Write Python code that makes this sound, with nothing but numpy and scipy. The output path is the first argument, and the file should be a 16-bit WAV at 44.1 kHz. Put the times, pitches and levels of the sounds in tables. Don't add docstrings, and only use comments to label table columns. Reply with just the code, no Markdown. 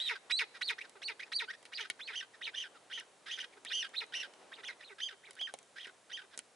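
import sys
import numpy as np
from scipy import signal
from scipy.fft import rfft, irfft
from scipy.io import wavfile
from scipy.ndimage import map_coordinates

SR = 44100
rng = np.random.default_rng(int(sys.argv[2]) if len(sys.argv) > 2 else 0)


def digitize_waveform(pressure):
    field = np.atleast_2d(pressure).T
    bounded = np.clip(field, -1, 1)
    quanta = np.round(bounded * 32767).astype(np.int16)
    wavfile.write(sys.argv[1], SR, quanta)


N = 288855
FOOT_HZ = 1488
# f/Hz, width/Hz, level/dB
THROAT_MODES = [(1566, 160, 4), (2018, 215, 11.5), (2350, 380, 6.5), (3626, 610, 6.5), (4850, 540, 1),
                (5790, 230, -19.5), (8750, 1200, -49), (10580, 690, -12.5)]
# f/Hz, level/dB
BRIGHT_SPECTRUM = [(500, -3), (2000, -10.5), (4000, -5.5), (5200, -1.5), (6500, -2), (8200, 2), (10500, 4),
                   (12000, -46)]


def gain_of(db):
    return 10 ** (np.asarray(db) / 20)


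def unit_rms(x):
    return x / np.sqrt(np.mean(x ** 2) + 1e-20)


def add(mix, start, sound):
    part = mix[max(round(start * SR), 0):][:len(sound)]
    part += sound[:len(part)]


def gain_at(spectrum, hz):
    f, db = np.transpose(spectrum)
    return gain_of(np.interp(np.log(hz + 1), np.log(f), db))


def noise(spectrum, size):
    gains = gain_at(spectrum, np.fft.rfftfreq(size, 1 / SR))
    return unit_rms(irfft(rfft(rng.standard_normal(size)) * gains, size))


def wander(t, rate):
    knots = rng.standard_normal(int((t[-1] - t[0]) * rate) + 4)
    return map_coordinates(knots, [(t - t[0]) * rate + 1], order=3, mode="nearest")


def resonate(x, modes):
    out = 0
    for hz, width, db in modes:
        b, a = signal.iirpeak(hz, hz / (1.55 * width), fs=SR)
        out = out + gain_of(db) * signal.lfilter(b, a, signal.lfilter(b, a, x))
    return out


def air():
    # f/Hz, level/dB
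    hiss = [(15, -95), (25, -26), (118, -9.5), (531, -10.5), (619, -26.5), (778, -15), (1110, -13.5),
            (1400, -9), (2050, -12.5), (2390, -11.5), (3320, -15.5), (3680, -11.5), (4870, -15.5),
            (8310, -13), (11000, -17), (14300, -119), (22000, -120)]
    breeze = [(100, -31), (250, -14), (430, -5), (800, -7), (1300, -13), (2500, -18), (5000, -25),
              (11000, -35.5)]
    # t/s, relative level/dB
    gusts = [(0.0, -67.5), (1.06, -66), (1.88, -69), (1.99, -67), (2.39, -68.5), (2.72, -67), (3.1, -68),
             (3.57, -66), (3.81, -66.5), (4.45, -62.5), (5.05, -70), (6.29, -69), (6.55, -71.5)]
    t = np.arange(N) / SR
    swell = gain_of(1.5 + np.interp(t, *np.transpose(gusts)) + 1.02 * wander(t, 26))
    mid, side = (gain_of(-69) * noise(hiss, N) + swell * noise(breeze, N) for _ in range(2))
    return mid + gain_of(-9) * side * np.array([[1], [-1]])


def membrane(t, hz, jitter):
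    turns = np.cumsum(hz * (1 + jitter * wander(t, 700))) / SR + rng.random()
    return unit_rms(sum(np.cos(2 * np.pi * k * turns) for k in range(1, 24)))


def syrinx(t, hz, level_db, hoarse, beak_db, flutter, base_flutter_hz, kick, split, rattle_db,
           second_db, third_db, half_db, croak_db, fizz_db):
    # f/Hz, level/dB
    beak_response = [(2600, -9.5), (3500, -3), (4300, -16.5), (5000, -10), (6100, -14.5), (7000, -33.5),
                     (8000, -24.5), (9300, -29), (11000, -20)]
    hoarse = np.clip(hoarse, .002, .97)
    flutter_hz = base_flutter_hz * (1 + 1.2 * hoarse) * np.exp(.28 * wander(t, 49.22))
    cycles = np.cumsum(flutter_hz) / SR
    fits = np.exp(.7 * wander(t, 45))
    choke = np.cos(np.pi * cycles) ** 8 * np.tanh(flutter * hoarse * fits)
    hz = hz * (1 + kick * choke + .0031 * wander(t, 121.3) + .0614 * hoarse * wander(t, 301.5))
    slow_hz = 430 + .04 * hz
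    slow_phase = 2 * np.pi * np.cumsum(slow_hz * (1 + .0517 * wander(t, 198.7))) / SR
    phase = 2 * np.pi * np.cumsum(hz) / SR + .5 * hoarse * np.sin(slow_phase)
    whistle = np.sin(phase) + split * hoarse * np.sin(phase - slow_phase)
    for k, db in [(2, second_db), (3, third_db), (3 / 2, half_db)]:
        flicker_db = 2.5 * wander(t, 110)
        whistle += gain_of(db + beak_db + flicker_db) * gain_at(beak_response, k * hz) * np.sin(k * phase)
    whistle = unit_rms(whistle * (1 - .85 * choke))
    pulses = membrane(t, slow_hz * (1 + .1 * wander(t, 90)), jitter=.06)
    throat = resonate(pulses + .25 * rng.standard_normal(len(t)), THROAT_MODES)
    croak = unit_rms(throat * (1 - .7 * choke))
    fizz = gain_of(fizz_db + beak_db) * np.sqrt(hoarse) * (1 - choke) * noise(BRIGHT_SPECTRUM, len(t))
    voice = np.sqrt(1 - hoarse ** 2) * whistle + hoarse ** 1.39 * gain_of(croak_db) * croak + fizz
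    rattle = unit_rms(gain_of(rattle_db * np.sqrt(hoarse) * np.tanh(wander(t, 170))))
    fade = signal.windows.tukey(len(t), min(1, .0031 * SR / len(t)))
    return gain_of(level_db) * rattle * voice * fade


def stages(rise, hold, fall):
    t = np.arange(0, rise + hold + fall, 1 / SR)
    up, over, down = np.clip([t / rise, (t - rise) / hold, (t - rise - hold) / fall], 0, 1)
    away = np.maximum(np.maximum(rise - t, t - rise - hold), 0)
    return t, up, over, down, away


def squeal(rise, hold, fall, top_hz, dome, lean, warble, flick, rise_db, top_db, fall_db,
           hoarse_top, hoarse_ends, beak_db, warble_hz=52.6, leap=.2, end_hz=1900, drop_s=.014,
           break_s=.004, onset_db=-18, release_db=-9, catch_db=-5, shut_db=-5):
    t, up, over, down, away = stages(rise, hold, fall)
    low = np.clip(away / break_s, 0, 1)
    arch = 1 - dome * (2 * over - 1) ** 2 + lean * (over - .5)
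    ripple = warble * np.sin(2 * np.pi * warble_hz * hold * over)
    late_flick = flick * np.exp(-((over - .83) / .13) ** 4)
    crest_hz = top_hz * (arch + ripple + late_flick)
    hz = FOOT_HZ + (crest_hz * (1 - leap * low) - FOOT_HZ) * up ** 1.3
    hz = end_hz + (hz - end_hz) * np.exp(-down * fall / drop_s)
    level_db = np.interp(over, [0, .5, 1], [rise_db, top_db, fall_db])
    level_db += onset_db * (1 - up) ** 3 + release_db * down ** 3 + catch_db * np.sin(np.pi * low)
    level_db -= 7.5 * np.exp(-((hz - 4334) / 183) ** 2)
    hoarse = hoarse_top + (hoarse_ends - hoarse_top) * low
    return syrinx(t, hz, level_db, hoarse, beak_db + shut_db * low * (down > 0),
                  flutter=3.52, base_flutter_hz=118.37, kick=.11, split=1.23, rattle_db=2,
                  second_db=-.5, third_db=-10, half_db=-25, croak_db=-3.5, fizz_db=-23)


def cluck(length, chest_db, throat_db):
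    t = np.arange(0, length, 1 / SR)
    start_hz = 463.5 + 2.34 * (throat_db + 58)
    pulses = membrane(t, start_hz * (1 - .2 * t / length), jitter=.015)
    chest = unit_rms(resonate(pulses, [(412, 115, -3.4), (970, 78, 2.8), (1427, 120, 1.4)]))
    throat = resonate(pulses + .45 * rng.standard_normal(len(t)), THROAT_MODES)
    closing_beak = signal.butter(2, 3400, fs=SR, output="sos")
    throat = unit_rms(signal.sosfilt(closing_beak, throat))
    envelope = signal.windows.tukey(len(t), .4) * gain_of(.63 * (2.5 - t / length))
    return (gain_of(chest_db) * chest + gain_of(throat_db) * throat) * envelope


def peep(length, first_hz, last_hz, middle_db, hoarse, ends_db=-15):
    t = np.arange(0, length, 1 / SR)
    progress = t / length
    hz = first_hz + (last_hz - first_hz) * progress
    level_db = middle_db + ends_db * (2 * progress - 1) ** 2
    return syrinx(t, hz, level_db, hoarse, beak_db=0,
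                  flutter=4.8, base_flutter_hz=145.4, kick=.085, split=.62, rattle_db=4.5,
                  second_db=-4.5, third_db=-3, half_db=-11, croak_db=1, fizz_db=-22)


def click(knock_db, ring_db, snap_db):
    # f/Hz, level/dB
    knock_spectrum = [(60, -61), (200, -13), (450, 0), (750, 7.5), (1050, 1.5), (1400, -8), (4000, -40)]
    # f/Hz, width/Hz, level/dB
    stone_modes = [(1447, 22, -3), (2140, 290, -4.5), (2460, 89, -9.5), (3550, 1100, -11.5),
                   (3180, 300, -10), (4230, 380, -32)]
    t = np.arange(2048) / SR

    def burst(x, decay_s):
        return unit_rms(x * np.exp(-t / decay_s)) * np.sqrt(decay_s / 2 / t[-1])

    knock = burst(noise(knock_spectrum, len(t)), decay_s=.0029)
    ringing = resonate(rng.standard_normal(2 * len(t)), stone_modes)[len(t):]
    ring = burst(ringing, decay_s=.0044)
    snap = burst(noise(BRIGHT_SPECTRUM, len(t)), decay_s=.0011)
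    hit = gain_of(knock_db) * knock + gain_of(ring_db) * ring + gain_of(snap_db) * snap
    attack = 1 - np.exp(-t / .00016)
    return signal.sosfilt(signal.butter(2, 230, "highpass", fs=SR, output="sos"), hit * attack)


def rasp(rise, hold, fall, top_hz, rise_db, top_db, fall_db, hoarse_top, hoarse_ends, beak_db,
         dome=.086, waver=.0124, break_hz=1990, break_s=.00505, onset_db=-14, release_db=-12,
         catch_db=-4, throb_db=-4, throb_hz=45, drop_db=-2):
    t, up, over, down, away = stages(rise, hold, fall)
    low = np.clip(away / break_s, 0, 1)
    crest_hz = top_hz * (1 - dome * (2 * over - 1) ** 4 + waver * wander(t, 70.3))
    grumble_hz = FOOT_HZ + (break_hz - FOOT_HZ) * up ** 2 * (1 - down) ** 3.5
    hz = crest_hz + (grumble_hz - crest_hz) * low
    throb = np.sin(np.pi * throb_hz * (away - break_s)) ** 2
    level_db = np.interp(over, [0, .3, 1], [rise_db, top_db, fall_db])
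    level_db += onset_db * (1 - up) ** 2 + release_db * down ** 1.87 + catch_db * np.sin(np.pi * low)
    level_db += low * (throb_db * throb + drop_db * (down > 0))
    hoarse = hoarse_top + (hoarse_ends - hoarse_top) * np.sqrt(1 - up + down)
    return syrinx(t, hz, level_db, hoarse, beak_db,
                  flutter=6, base_flutter_hz=154.96, kick=.2, split=.26, rattle_db=7,
                  second_db=2.5, third_db=-2.5, half_db=-7.5, croak_db=2.5, fizz_db=-19.5)


def hillside(x, near_db=-10, near_s=.0062, far_db=-27, far_s=.12):
    # f/Hz, level/dB
    echo_spectrum = [(200, 2.5), (1500, -7.5), (3500, -7), (6000, -4), (11000, -28)]
    t = np.arange(SR // 2) / SR

    def tail(decay_s):
        scatter = noise(echo_spectrum, len(t)) * np.exp(-t / decay_s) * (t > .002)
        return unit_rms(scatter) / np.sqrt(len(t))

    responses = [gain_of(near_db) * tail(near_s) + gain_of(far_db) * tail(far_s) for _ in range(2)]
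    return np.array([signal.fftconvolve(x, response)[:N] for response in responses])


def scene():
    # shoulder sag, lean,
    # warble, late flick; rise, top and fall level/dB; hoarseness 0-1 on top, at the ends; beak level/dB
    squeals = [ (0.0, 0.00172, 0.085, 0.044, 3880, 0.091, 0.004, -0.0047, 0, -36, -42, -34.5, 0.359, 0.59, 2.5),
               (.297, 0.025, .067, 0.042, 4028, 0.0294, .03, 0.0068, .12, -31, -34, -31, 0.023, 0.67, 5),
               (0.609, 0.018, 0.064, .028, 4500, 0.18, -0.076, -0.0079, 0.0019, -35, -39, -32.5, 0.18, 0.68, 4),
               (1.016, 0.023, 0.04, 0.032, 4510, .1, 0.015, -0.013, 0.023, -44, -37.5, -38, 0.021, 0.44, 6.5),
               (1.317, 0.018, 0.062, 0.029, 4610, 0.19, -0.076, -0.0017, 0, -37, -32, -36.5, 0.075, 0.65, 5),
               (1.718, 0.026, 0.032, 0.031, 4840, 0.16, -0.061, 0.0015, 0.0018, -44.5, -44, -39.5, 0.247, 0.64, -1),
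               (1.990, 0.023, 0.059, 0.044, 4046, 0.073, 0.31, 0.032, 0, -44.5, -52.5, -42.5, 0.073, 0.55, 1),
               (2.408, .017, 0.04, 0.028, 3706, .17, 0.16, .19, 0.01, -44.5, -42.5, -39.5, 0.14, 0.39, -1),
               (3.651, 0.016, 0.034, .012, 3680, .1, 0.34, 0.15, 0.015, -48.5, -47, -44.5, 0.23, .25, -1),
               (3.933, .029, .042, 0.028, 3990, 0.0502, .03, -0.056, 0.012, -43.5, -33, -41.5, 0.091, 0.6, -2.5),
               (4.515, 0.018, 0.039, 0.033, 4000, 0.32, .12, 0.18, 0.011, -46, -58, -59, 0.31, 0.37, -5),
               (4.631, .018, 0.034, 0.031, 3450, 0.17, -0.039, -0.011, 0.012, -45.5, -48.5, -41, 0.26, 0.46, 5.5),
               (4.814, 0.031, 0.044, 0.05, 3960, 0.081, -0.12, 0.035, 0.016, -54, -59, -55.5, .25, 0.535, -13),
               (5.228, 0.028, 0.01, .025, 3900, 0.16, -0.031, 0.03, 0.0054, -56, -67, -54.5, 0.26, 0.375, -7)]
    # t/s, rise/s, hold/s, fall/s, top f/Hz; rise, top and fall level/dB;
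    # hoarseness 0-1 on top, at the ends; beak level/dB
    rasps = [ (1.790, 0.015, 0.024, 0.051, 3084, -38, -40.5, -45.5, 0.47, 0.61, 0),
             (2.125, .032, .048, 0.046, 3055, -41, -38, -42.5, 0.16, .5, 0),
             (2.531, 0.028, 0.075, 0.045, 3030, -43.5, -37.5, -43, 0.22, .3, -1),
             (2.898, 0.032, 0.072, 0.04, 3040, -43, -40.5, -49.5, 0.19, 0.41, -1.5),
             (3.257, .056, 0.056, 0.0062, 3154, -41.5, -37, -50, 0.26, .7, 0),
             (3.374, .027, .020, 0.039, 3050, -41, -41.5, -41.5, 0.34, 0.75, 0),
             (3.698, 0.033, 0.092, 0.051, 3023, -37, -32.5, -39, 0.1, 0.49, 2.5),
             (4.121, .028, .075, 0.048, 2894, -40, -39, -40.5, .28, .5, 1),
             (4.982, .032, 0.07, .05, 3174, -42.5, -33.5, -45.5, .06, 0.56, 0.5),
             (5.365, 0.029, 0.075, 0.044, 3185, -47.5, -37.5, -44, 0.05, 0.48, -6.5),
             (5.757, 0.039, 0.054, 0.055, 3197, -45, -50.5, -47, 0.4, .5, -6.5),
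             (6.094, 0.035, 0.041, 0.059, 3160, -46.5, -40, -44.5, 0.08, .5, -1)]
    # t/s, length/s, first f/Hz, last f/Hz, level/dB, hoarseness 0-1
    peeps = [(0.143, 0.037, 1720, 1410, -46.5, 0.47), (0.537, 0.047, 1713, 1274, -50.5, 0.77),
             (0.78, 0.022, 1340, 2430, -43.5, 0.33), (0.807, 0.021, 2080, 2840, -41.5, .35),
             (0.832, .036, 2016, 1370, -53, .55), (1.193, .023, 1547, 2400, -41, 0.37),
             (1.22, 0.0229, 1745, 2750, -44, .35), (1.253, .036, 1920, 1670, -60.5, .7),
             (1.477, 0.027, 1420, 1654, -45, 0.12), (1.495, .024, 1617, 2105, -41, 0.32),
             (1.523, 0.035, 1500, 1840, -51.5, 0.49), (2.328, .04, 2050, 1534, -58, 0.52),
             (2.744, 0.036, 1534, 1164, -56.5, 0.4), (3.523, 0.021, 2430, 2020, -58, 0.47),
             (4.793, 0.043, 2010, 1560, -54.5, 0.49), (6.308, 0.062, 1703, 1480, -56.5, 0.63)]
    # t/s, length/s, relative chest and throat level/dB
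    clucks = [(0.101, 0.048, -52, -45.5), (0.411, 0.037, -52, -45), (0.7, 0.04, -56, -46),
              (0.951, 0.029, -60, -65.5), (1.092, 0.038, -57, -49.5), (1.414, 0.04, -53.5, -47.5),
              (1.793, 0.053, -58.5, -51.5), (2.096, 0.034, -61.5, -52), (2.467, 0.036, -62, -50),
              (2.973, .023, -64, -47.5), (3.567, 0.018, -60, -66.5), (4.015, 0.032, -57, -49.5),
              (4.581, 0.034, -63.5, -57.5), (4.709, 0.0292, -69, -58), (4.9, .039, -59, -65.5),
              (5.122, 0.027, -63, -66), (5.283, .023, -63, -65), (5.86, 0.046, -67.5, -72.5),
              (6.229, 0.026, -64.5, -67.5)]
    # t/s, knock level/dB, ring level/dB, snap level/dB
    clicks = [(0.709, -80, -65, -40.5), (0.8954, -75, -61, -44.5), (1.628, -56, -56, -52),
              (1.653, -66, -47, -49), (1.661, -64, -52.5, -56), (1.9003, -43, -29, -28.5),
              (2.999, -84, -51, -42), (3.6495, -73, -44, -34), (3.892, -66, -56, -51.5),
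              (4.064, -75, -72, -53), (4.337, -65, -56, -53.5), (5.3086, -67, -50.5, -40.5),
              (5.332, -81, -60, -51), (5.3533, -75, -61, -47), (5.412, -44.5, -41, -48),
              (5.539, -36.5, -44, -32), (5.588, -72, -56, -42.5), (5.629, -75, -69, -50),
              (5.8703, -53, -48, -50), (6.376, -76, -52, -31), (6.381, -71, -65, -51),
              (6.3904, -63, -41.5, -28.5)]
    birds, stones = np.zeros((2, N))
    for voice, notes in [(squeal, squeals), (rasp, rasps), (peep, peeps), (cluck, clucks)]:
        for start, *settings in notes:
            add(birds, start, voice(*settings))
    for start, *levels in clicks:
        add(stones, start, click(*levels))
    direct = birds * gain_of([[-1.25], [1.25]]) + stones * gain_of([[-.9], [.8]])
    return direct + hillside(birds + stones) + air()


def record(dry):
    bass_cut = signal.butter(2, 85, "highpass", fs=SR, output="sos")
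    band_limit = signal.firwin(401, 11250, window=("kaiser", 7), fs=SR)
    return signal.oaconvolve(signal.sosfilt(bass_cut, dry), band_limit[None], "same")


dry = scene()
out = record(dry)
digitize_waveform(out)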